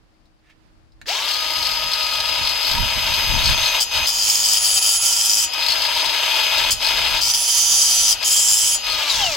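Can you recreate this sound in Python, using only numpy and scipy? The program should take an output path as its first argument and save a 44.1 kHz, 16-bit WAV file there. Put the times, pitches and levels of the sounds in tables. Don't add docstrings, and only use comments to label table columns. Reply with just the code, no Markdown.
import sys
import numpy as np
from scipy import signal
from scipy.fft import rfft, irfft
from scipy.io import wavfile
from scipy.ndimage import uniform_filter1d

SR = 44100
rng = np.random.default_rng(int(sys.argv[2]) if len(sys.argv) > 2 else 0)


def file_out(sig):
    cols = np.atleast_2d(sig).T
    lim = np.clip(cols, -1, 1)
    pcm = np.round(lim * 32767).astype(np.int16)
    wavfile.write(sys.argv[1], SR, pcm)


N = 412776
TIME = np.arange(N) / SR
FREQS = np.maximum(np.arange(N // 2 + 1) * SR / N, 1)


def undb(db):
    return 10 ** (np.asarray(db) / 20)


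def unit(x):
    return x / np.sqrt(np.mean(x ** 2))


def noise():
    return rng.standard_normal(N)


def curve(rows, column=1):
    rows = np.array(rows)
    return np.interp(TIME, rows[:, 0], rows[:, column])


def across(points):
    hz, value = np.transpose(points)
    return np.interp(np.log(FREQS), np.log(hz), value)


def walk(rate):
    step = max(int(SR / rate), 2)
    stairs = np.repeat(rng.standard_normal(N // step + 1), step)
    return unit(uniform_filter1d(stairs, step)[:N])


def held(start, end, attack, release):
    rise = -np.expm1(-np.maximum(TIME - start, 0) / attack)
    return rise * np.exp(-np.clip((TIME - end) / release, 0, 30))


def swell(s, length):
    return .5 ** np.minimum((2 * (TIME - s) / length) ** 2, 40)


def bursts(times_db, decay):
    return sum(undb(db) * (TIME >= s) * np.exp(-np.abs(TIME - s) / decay) for s, db in times_db)


def impacts(per_second, spread_db):
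    blows = (rng.random(N) < per_second / SR) * rng.choice([-1, 1], N)
    return unit(blows * undb(spread_db * np.clip(noise(), -2, 2)))


def colour(x, points):
    skirt = np.log(np.minimum(FREQS / points[0][0], 1) ** 2 + 1e-3)
    cepstrum = irfft(np.log(undb(across(points))) + skirt, N)
    cepstrum[1:N // 2] *= 2
    cepstrum[N // 2 + 1:] = 0
    return unit(irfft(rfft(x) * np.exp(rfft(cepstrum)), N))


def ring(x, modes):
    response = sum((-1) ** k * undb(db) / np.sqrt(width) / (1 + 1j * (FREQS - hz ** 2 / FREQS) / width)
                   for k, (hz, width, db) in enumerate(modes))
    return unit(irfft(rfft(x) * response, N))


def tone(turns, order, waver, lead=0.):
    phase = 2 * np.pi * round(order) * turns + waver * walk(70)
    return np.sqrt(2) * np.sin(phase + np.array([[lead], [0]]))


def pan(x, db):
    gains = np.array([undb(db / 2), undb(-db / 2)]).reshape(2, -1)
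    return x * gains / np.sqrt(np.mean(gains ** 2, axis=0))


def scatter(x, low_db, high_db, decay=0.0064):
    t = TIME[:SR // 12]
    cloud = rng.standard_normal((2, len(t))) * np.exp(-t / decay)
    cloud /= np.sqrt(np.sum(cloud ** 2, axis=1, keepdims=True))
    share = undb(np.minimum(across([(700, low_db), (6000, high_db)]), 0))
    echoes = signal.fftconvolve(x[None], cloud, axes=1)[:, :N]
    return irfft((rfft(x) + share * rfft(echoes)) / np.sqrt(1 + share ** 2), N)


# frequency in Hz, relative level in dB.
AIR_SPECTRUM = [(15, -29), (25, 4), (61, -6.5), (212, -11), (317, -13), (363, -15.5), (545, -17.5),
                (734, -17), (4030, -29), (4870, -26.5), (5730, -33.5), (10700, -42), (16000, -52)]

def garden():
    air = np.array([colour(noise(), AIR_SPECTRUM) * undb(1.8 * walk(7)) for _ in range(2)])
    hum = np.sin(2 * np.pi * np.cumsum(317 + 2.58 * walk(5)) / SR)
    return air * undb(-58) + hum * undb(-64.5 + 2 * walk(9.4))


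# frequency in Hz, relative level in dB.
WIND_SPECTRUM = [(12, -36), (20, 0), (45, -0.5), (100, -6.5), (195, -17.5), (233, -16), (350, -29.5),
                 (460, -47), (770, -120)]
# peak time in seconds, length in seconds, level in dB, left minus right in dB.
WIND_GUSTS = [(1.75, 0.42, -39, -6), (2.41, 0.34, -41, -6), (2.786, .12, -26.5, -16),
              (3.203, 0.62, -29, -8), (3.344, 0.091, -22.5, 19), (3.506, 0.11, -20.5, -4),
              (4.003, 0.073, -29, -12), (6.663, 0.19, -36, -8), (7.05, .3, -37.5, -3),
              (7.902, 0.44, -44, -7), (9.247, 0.21, -37, -2)]

def breeze():
    eddies = np.array([colour(noise(), WIND_SPECTRUM) * unit(undb(3.24 * walk(18))) for _ in range(2)])
    steady = undb(-61.5) + undb(-49.5) * np.clip((TIME - 0.6) / 0.8, 0, 1)
    gusts = sum(pan(swell(s, length) * undb(db), side_db) for s, length, db, side_db in WIND_GUSTS)
    return eddies * np.hypot(pan(steady, db=-2), gusts)


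# frequency in Hz, width in Hz, relative level in dB.
HEAD_MODES = [(4200, 150, -14.5), (4190, 740, 6), (4860, 240, 4.5), (5133, 99, 1)]
# time in seconds, level in dB.
HEAD_CLINKS = [(.14, -65), (.255, -56), (.39, -67), (.92, -58)]
# time in seconds, level in dB, decay in seconds.
HAND_CLICKS = [(0.498, -50.5, 0.0097), (1.015, -30.5, 0.0022), (1.058, -36, 0.021)]
# frequency in Hz, relative level in dB.
CLICK_SPECTRUM = [(180, -45), (300, -17), (1080, -13), (1610, -9), (1840, 0), (2100, -2), (4160, -12),
                  (9390, -30), (16000, -37)]

def handling():
    snaps = sum(bursts([(s, db)], decay) for s, db, decay in HAND_CLICKS)
    scuff = undb(-59) * swell(0.485, length=0.083)
    sound = colour(noise(), CLICK_SPECTRUM) * (snaps + scuff)
    sound += ring(noise(), HEAD_MODES) * bursts(HEAD_CLINKS, decay=0.0076)
    return scatter(sound, 0, 2, decay=0.013)


START_S, OFF_S, BRAKE_S = 1.06, 8.88, 9.1
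KICK_HZ, FULL_HZ, SAG_HZ_PER_S2 = 55.4, 313.9, 557
RUN_UP_S, BRAKING_S = 0.0695, 0.35

def shaft_speed():
    run_up = FULL_HZ - (FULL_HZ - KICK_HZ) * np.exp(-np.maximum(TIME - START_S, 0) / RUN_UP_S)
    sag = SAG_HZ_PER_S2 * (np.clip(TIME, OFF_S, BRAKE_S) - OFF_S) ** 2
    return (run_up - sag) * np.exp(-np.maximum(TIME - BRAKE_S, 0) / BRAKING_S)


# time in seconds, levels in dB of orders 4, 8, 20 and 39.
WHINE_LEVELS = [(1.35, -35.5, -42, -39.5, -40), (2.2, -34.5, -34.5, -48, -45), (2.5, -40, -35.5, -46, -40),
                (3.6, -43.5, -29, -31.5, -35.5), (5.55, -38.5, -28, -45, -40), (5.8, -46, -42.5, -40, -40),
                (6.4, -50, -26.5, -37.5, -40), (7.1, -46, -31.5, -40, -40), (8.9, -35, -31, -40, -44)]
# multiple of the shaft speed, level in dB, change at full torque in dB.
WEAK_ORDERS = [(1, -57, -9), (2, -50, -3), (3, -41.5, -24), (12, -46, 6), (14, -50, 12), (24, -66, 2)]
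# frequency in Hz, relative level in dB.
FAN_SPECTRUM = [(120, -61), (200, -30.5), (791, -8), (916, -10.5), (1840, -12.5), (2510, -9.5), (2700, 0.5),
                (4950, -6.5), (5520, -18), (6170, -4.5), (7010, -21.5), (12600, -22), (16000, -35)]

def motor(hz, turns, load, torque):
    pace = hz / hz.max()
    db4, db8, db20, db39 = (curve(WHINE_LEVELS, column) for column in (1, 2, 3, 4))
    out = tone(turns, 4, waver=0.12, lead=0.75) * undb(db4 - 14.5 * load - 10.5 * torque + walk(45))
    out += tone(turns, 8, waver=0.21, lead=0.12) * undb(db8 - 11.3 * load - 19 * torque + 2.1 * walk(45))
    out += (tone(turns, 16, waver=0.3, lead=-1.9)
            * undb(-29 - 5.9 * load - 20 * torque + 2 * walk(60) + 1.2 * walk(8)))
    out += tone(turns, 20, waver=0.31) * undb(db20 - 10 * load - 5.1 * torque + 2 * walk(60))
    out += (tone(turns, 39, waver=0.63, lead=-1.44) * pace ** 3
            * undb(db39 - 10 * load - 5 * torque + 1.5 * walk(60) + 1.5 * walk(5)))
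    for order, db, torque_db in WEAK_ORDERS:
        level_db = db - 7.8 * load + torque_db * torque
        out += tone(turns, order, waver=0.45) * pace * undb(level_db + 1.74 * walk(6) + 4.1 * walk(90))
    fan = scatter(colour(noise(), FAN_SPECTRUM), -9, 4.8)
    return out + fan * pace ** 2 * undb(-30)


# frequency in Hz, relative level in dB.
BRUSH_SPECTRUM = [(2500, -11.5), (5300, 3), (7000, -1.5), (9000, -19.5), (12000, -17), (16000, -19)]
# multiple of the shaft speed, braking level in dB, housing resonance in Hz, its width in Hz,
# change in dB when driving instead of braking.
HOWL_ORDERS = [(4, -27.5, 750, 190, -3), (13.94, -19.5, 3860, 200, -22), (16, -17, 2990, 210, -9),
               (26, -33.5, 5400, 1800, -8), (39, -38, 10500, 2500, -21)]

def howl(hz, turns, torque):
    driving = np.gradient(uniform_filter1d(hz, SR // 10)) > 0
    fizz = scatter(colour(impacts(5000, 5.6), BRUSH_SPECTRUM), -8, -1.6)
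    out = fizz * undb(-23 - 6.7 * driving)
    for order, db, centre_hz, width_hz, driving_db in HOWL_ORDERS:
        resonance = 1 / np.hypot(1, 2 * (order * hz - centre_hz) / width_hz)
        level_db = db + driving_db * driving
        out += tone(turns, order, waver=0.47) * resonance * undb(level_db + 2.1 * walk(160))
    return out * torque


# frequency in Hz, relative level in dB.
RATTLE_SPECTRUM = [(180, -37.5), (300, -22.5), (440, -14.5), (645, -3), (787, -14), (915, 3.5), (1100, -8),
                   (1970, -7.5), (2440, -4), (3950, 1), (4910, -5), (5520, -10), (11700, -22.5),
                   (12700, -22), (16000, -25)]
# frequency in Hz, width in Hz, relative level in dB.
HOUSING_MODES = [(664, 210, -3), (916, 220, 1), (3000, 160, 2), (3244, 160, -3.5), (3190, 340, -3.5),
                 (3920, 260, 7.5)]
# time in seconds, level in dB.
FREE_RATTLE = [(1.2, -27), (2.2, -25.5), (3.5, -21), (4, -21.5), (5.55, -24.5), (6, -21.5), (6.6, -19.5),
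               (7.2, -21.5), (8.85, -24.5), (9.36, -26.5)]
# peak time in seconds, length in seconds, level in dB.
CLANK_FITS = [(1.31, 0.073, -27.5), (1.65, 0.18, -23.5), (1.93, 0.028, -19.5), (2.2, 0.017, -23),
              (2.28, .05, -23), (2.5, 0.023, -21), (2.687, .1, -20.5), (3.478, 0.085, -16.5),
              (3.68, 0.074, -22), (3.966, 0.053, -20), (5.63, 0.022, -20), (5.707, 0.057, -16),
              (5.843, 0.11, -23.5), (5.998, .02, -22), (6.062, 0.015, -14), (6.2, .06, -28),
              (6.585, .04, -20.5), (6.864, 0.068, -17), (8.92, 0.074, -23), (9.102, 0.026, -22),
              (9.255, 0.049, -26)]
GEAR_RATIO = 2.953

def gears(hz, turns, load, torque):
    flurry = undb(1.04 * walk(100)) * (1 + 0.26 * np.sin(4 * np.pi * turns / GEAR_RATIO))
    teeth = impacts(13 * hz, 3.6) * flurry
    rattle = colour(teeth, RATTLE_SPECTRUM) + undb(-5.5) * ring(teeth, HOUSING_MODES)
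    rattle *= undb(curve(FREE_RATTLE) + 3.5 * torque)
    rocking = np.cumsum(45 * (1 + .25 * walk(40))) / SR % 1
    head = ring(impacts(2500, 4.2) * (0.34 + np.exp(-rocking / 0.18)), HEAD_MODES)
    fits = sum(undb(db) * swell(s, length) for s, length, db in CLANK_FITS)
    clank = head * np.hypot(fits, undb(-28.5 + 3 * walk(16)))
    return scatter((rattle + clank) * (1 - load), -5, 4.5)


# start in seconds, end in seconds, seated knock level in dB,
# seated grit level in dB, seating time constant in seconds.
STONE_PASSES = [(3.801, 3.826, -19, -27, .002), (4.065, 5.442, -21.5, -23.5, 0.53),
                (6.705, 6.72, -17, -22, 0.0022), (7.209, 8.126, -19.5, -26, 0.16),
                (8.243, 8.751, -23, -24, 0.012)]
# time in seconds, length in seconds, dip in dB.
DISC_SKIPS = [(4.131, 0.041, -6.5), (4.597, 0.019, -6.5), (4.805, 0.017, -17), (4.99, 0.027, -14),
              (7.328, 0.012, -16), (7.464, 0.017, -5)]

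def passes():
    knock = grit = touch = 0
    pressure = undb(sum(db * swell(s, length) for s, length, db in DISC_SKIPS) + 1.05 * walk(25))
    for start, end, knock_db, grit_db, seat_s in STONE_PASSES:
        on = held(start, end, attack=0.00093, release=0.011)
        unseated = np.exp(-np.maximum(TIME - start, 0) / seat_s)
        knock += on * undb(knock_db + 4 * unseated)
        grit += on * undb(grit_db - 6.5 * unseated)
        touch += on
    return knock * pressure, grit * pressure, touch


def gear_load():
    pressed = [held(start - .004, end + .076, attack=.0018, release=.02)
               for start, end, *_ in STONE_PASSES]
    return np.max(pressed, axis=0)


RIM_SPOTS = [(0.102, 0.13, 0.74), (0.5, 0.07, 0.39), (.75, .08, 0.16)]
# time in seconds, share from 0 to 1.
HOP_SHARE = [(4.35, 0.75), (5, .56), (5.25, 1), (7.3, 1), (7.8, 0.07), (8.3, .86)]
# time in seconds, level in dB.
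JOLTS = [(3.8035, -14), (5.534, -17), (6.707, -19), (7.212, -18), (8.229, -17)]
EDGE_SPANS = [(4.98, 5.5), (8.2, 8.8)]
# frequency in Hz, relative level in dB.
KNOCK_SPECTRUM = [(500, -25), (900, -19), (1400, -23), (2000, -22.5), (2500, -18), (3100, -4.5),
                  (3600, -12), (4100, -15.5), (4600, 0), (5000, 6), (5350, 0), (5700, -11), (7000, -21)]
GRIT_SPECTRUM = [(3000, -5), (5400, -8), (6500, 11.5), (7800, 4), (8300, 0.5), (9500, -8), (10000, -7.5),
                 (10600, -9), (12000, -5), (13800, -6.5), (15800, -0.5)]
# frequency in Hz, width in Hz, relative level in dB.
DISC_MODES = [(3058, 28, -1), (3190, 20, -3), (4720, 23, 0), (5160, 27, 4), (5300, 19, -2.5),
              (5910, 20, -2.5), (6924, 14, 3), (7950, 64, 2.5), (8000, 29, -4), (7800, 40, -4.5),
              (8610, 14, -3), (8880, 44, -2), (9620, 71, -1), (10000, 40, -11), (10593, 110, 6),
              (10800, 90, -32), (13100, 60, -5), (13100, 70, -7), (14080, 80, -6.5)]
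# multiple of the disc speed, level in dB.
SPINDLE_ORDERS = [(1, -58), (2, -61.5), (4, -67), (8, -55), (9, -54), (13, -47.5), (16, -60)]

def cutting(disc_turns, knock_gain, grit_gain):
    place = disc_turns % 1
    bumps = unit(sum(size * undb(1.8 * walk(9) + 2.2 * walk(100)) * np.exp(-((place - at) % 1) / length)
                     for at, length, size in RIM_SPOTS))
    hop = np.clip(curve(HOP_SHARE), 0, 1)
    contact = np.sqrt(1 - hop + hop * bumps ** 2)
    diamonds = rng.choice([-1., 1.], size=(6, 400))
    on_stone = (place * diamonds.shape[1]).astype(int)
    shares = np.array([walk(5) for _ in diamonds])
    repeat = np.sum(shares * diamonds[:, on_stone], axis=0) / np.linalg.norm(shares, axis=0)
    scrape = (1.23 * repeat + noise()) * contact
    tilt = np.minimum(sum(held(start, end, 0.079, .05) for start, end in EDGE_SPANS), 1)
    edge_spectrum = [(hz * 1.04, db) for hz, db in KNOCK_SPECTRUM]
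    knock = colour(scrape, KNOCK_SPECTRUM) * (1 - tilt) + colour(scrape, edge_spectrum) * tilt
    jolt = bursts(JOLTS, decay=0.0065)
    knock = knock * knock_gain * undb(2.5) + colour(noise(), KNOCK_SPECTRUM) * jolt
    grains = impacts(20000, 1.5) * contact ** 0.8
    rasp = colour(grains + 0.77 * repeat, GRIT_SPECTRUM) * (grit_gain * undb(2) + jolt * undb(-18))
    drive = grains * grit_gain
    song = ring(drive, DISC_MODES) * np.std(drive) * undb(5 + 2 * tilt)
    hum = sum(tone(disc_turns, order, waver=0.27) * undb(db + 2.1 * walk(4.9))
              for order, db in SPINDLE_ORDERS)
    hum *= np.minimum(knock_gain / undb(-20), 1)
    return (scatter(knock, -0.58, 4, decay=0.0035) + scatter(rasp, -28, -0.27, decay=0.0031)
            + scatter(song, -1, 0, decay=0.003) + hum)


SQUEAL_MODES = {"low": 6045, "middle": 6706, "high": 7400, "top": 10530}
# start in seconds, end in seconds, mode name, level in dB.
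SQUEAL_SPANS = [(4.1, 5.2, "middle", -28.5), (4.55, 5.05, "top", -23), (5.2, 5.34, "low", -23.5),
                (5.4, 5.2, "high", -24), (7.2, 7.5, "low", -28), (7.5, 8.1, "low", -20),
                (7.45, 7.9, "middle", -26.5), (7.3, 8.13, "top", -25), (8.2, 8.76, "middle", -28),
                (8.2, 8.76, "top", -27), (8.3, 8.6, "high", -21)]
SINGING_DB = -38

def squeal(touch):
    out = 0
    for name, hz in SQUEAL_MODES.items():
        cycles = np.cumsum(hz + 17 * walk(160) + 10 * walk(6)) / SR
        drift = np.array([0.41 * walk(2.06), 0.71 * walk(3)])
        locked = sum(undb(db) * held(start, end, attack=0.048, release=0.038)
                     for start, end, mode, db in SQUEAL_SPANS if mode == name)
        strength = touch * np.hypot(undb(SINGING_DB), locked) * undb(1.4 * walk(70) + 1.2 * walk(8))
        out += np.sqrt(2) * np.sin(2 * np.pi * cycles + drift) * strength
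    return out


# frequency in Hz, left minus right in dB.
PORT_BALANCE = [(700, 2), (3200, 3.5), (4300, 9), (5000, 8), (5450, 7), (5900, -15), (7000, -3), (8500, -3),
                (10500, -2.5), (12000, -1), (15000, -3)]
# time in seconds, left minus right in dB.
TOOL_AIM = [(1.1, 1), (3.97, 0.5), (4.28, -1.5), (4.69, 3), (5.08, 0), (5.4, 3), (5.63, 1), (7.27, 1),
            (7.5, -3.5), (8.05, 3), (8.9, 1)]

def scene():
    speed = uniform_filter1d(shaft_speed(), SR // 50)
    hz = speed * (1 + .0009 * walk(25))
    turns = np.cumsum(hz) / SR
    torque = np.tanh(np.abs(np.gradient(speed)) * SR / 520)
    load = gear_load()
    knock_gain, grit_gain, touch = passes()
    running = np.clip((TIME - START_S) / 0.03, 0, 1)
    machine = motor(hz, turns, load, torque) + howl(hz, turns, torque) + gears(hz, turns, load, torque)
    grinder = machine * running + cutting(turns / GEAR_RATIO, knock_gain, grit_gain) + squeal(touch)
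    at_ports = irfft(pan(rfft(grinder), across(PORT_BALANCE)), N) * (TIME > START_S)
    return pan(at_ports, curve(TOOL_AIM) - .8) + handling() + garden() + breeze()


def record(dry):
    lowpass = signal.ellip(10, .2, 70, 15900, fs=SR, output="sos")
    return signal.sosfilt(lowpass, np.tanh(1.15 * dry) / 1.15)


dry = scene()
out = record(dry)
file_out(out)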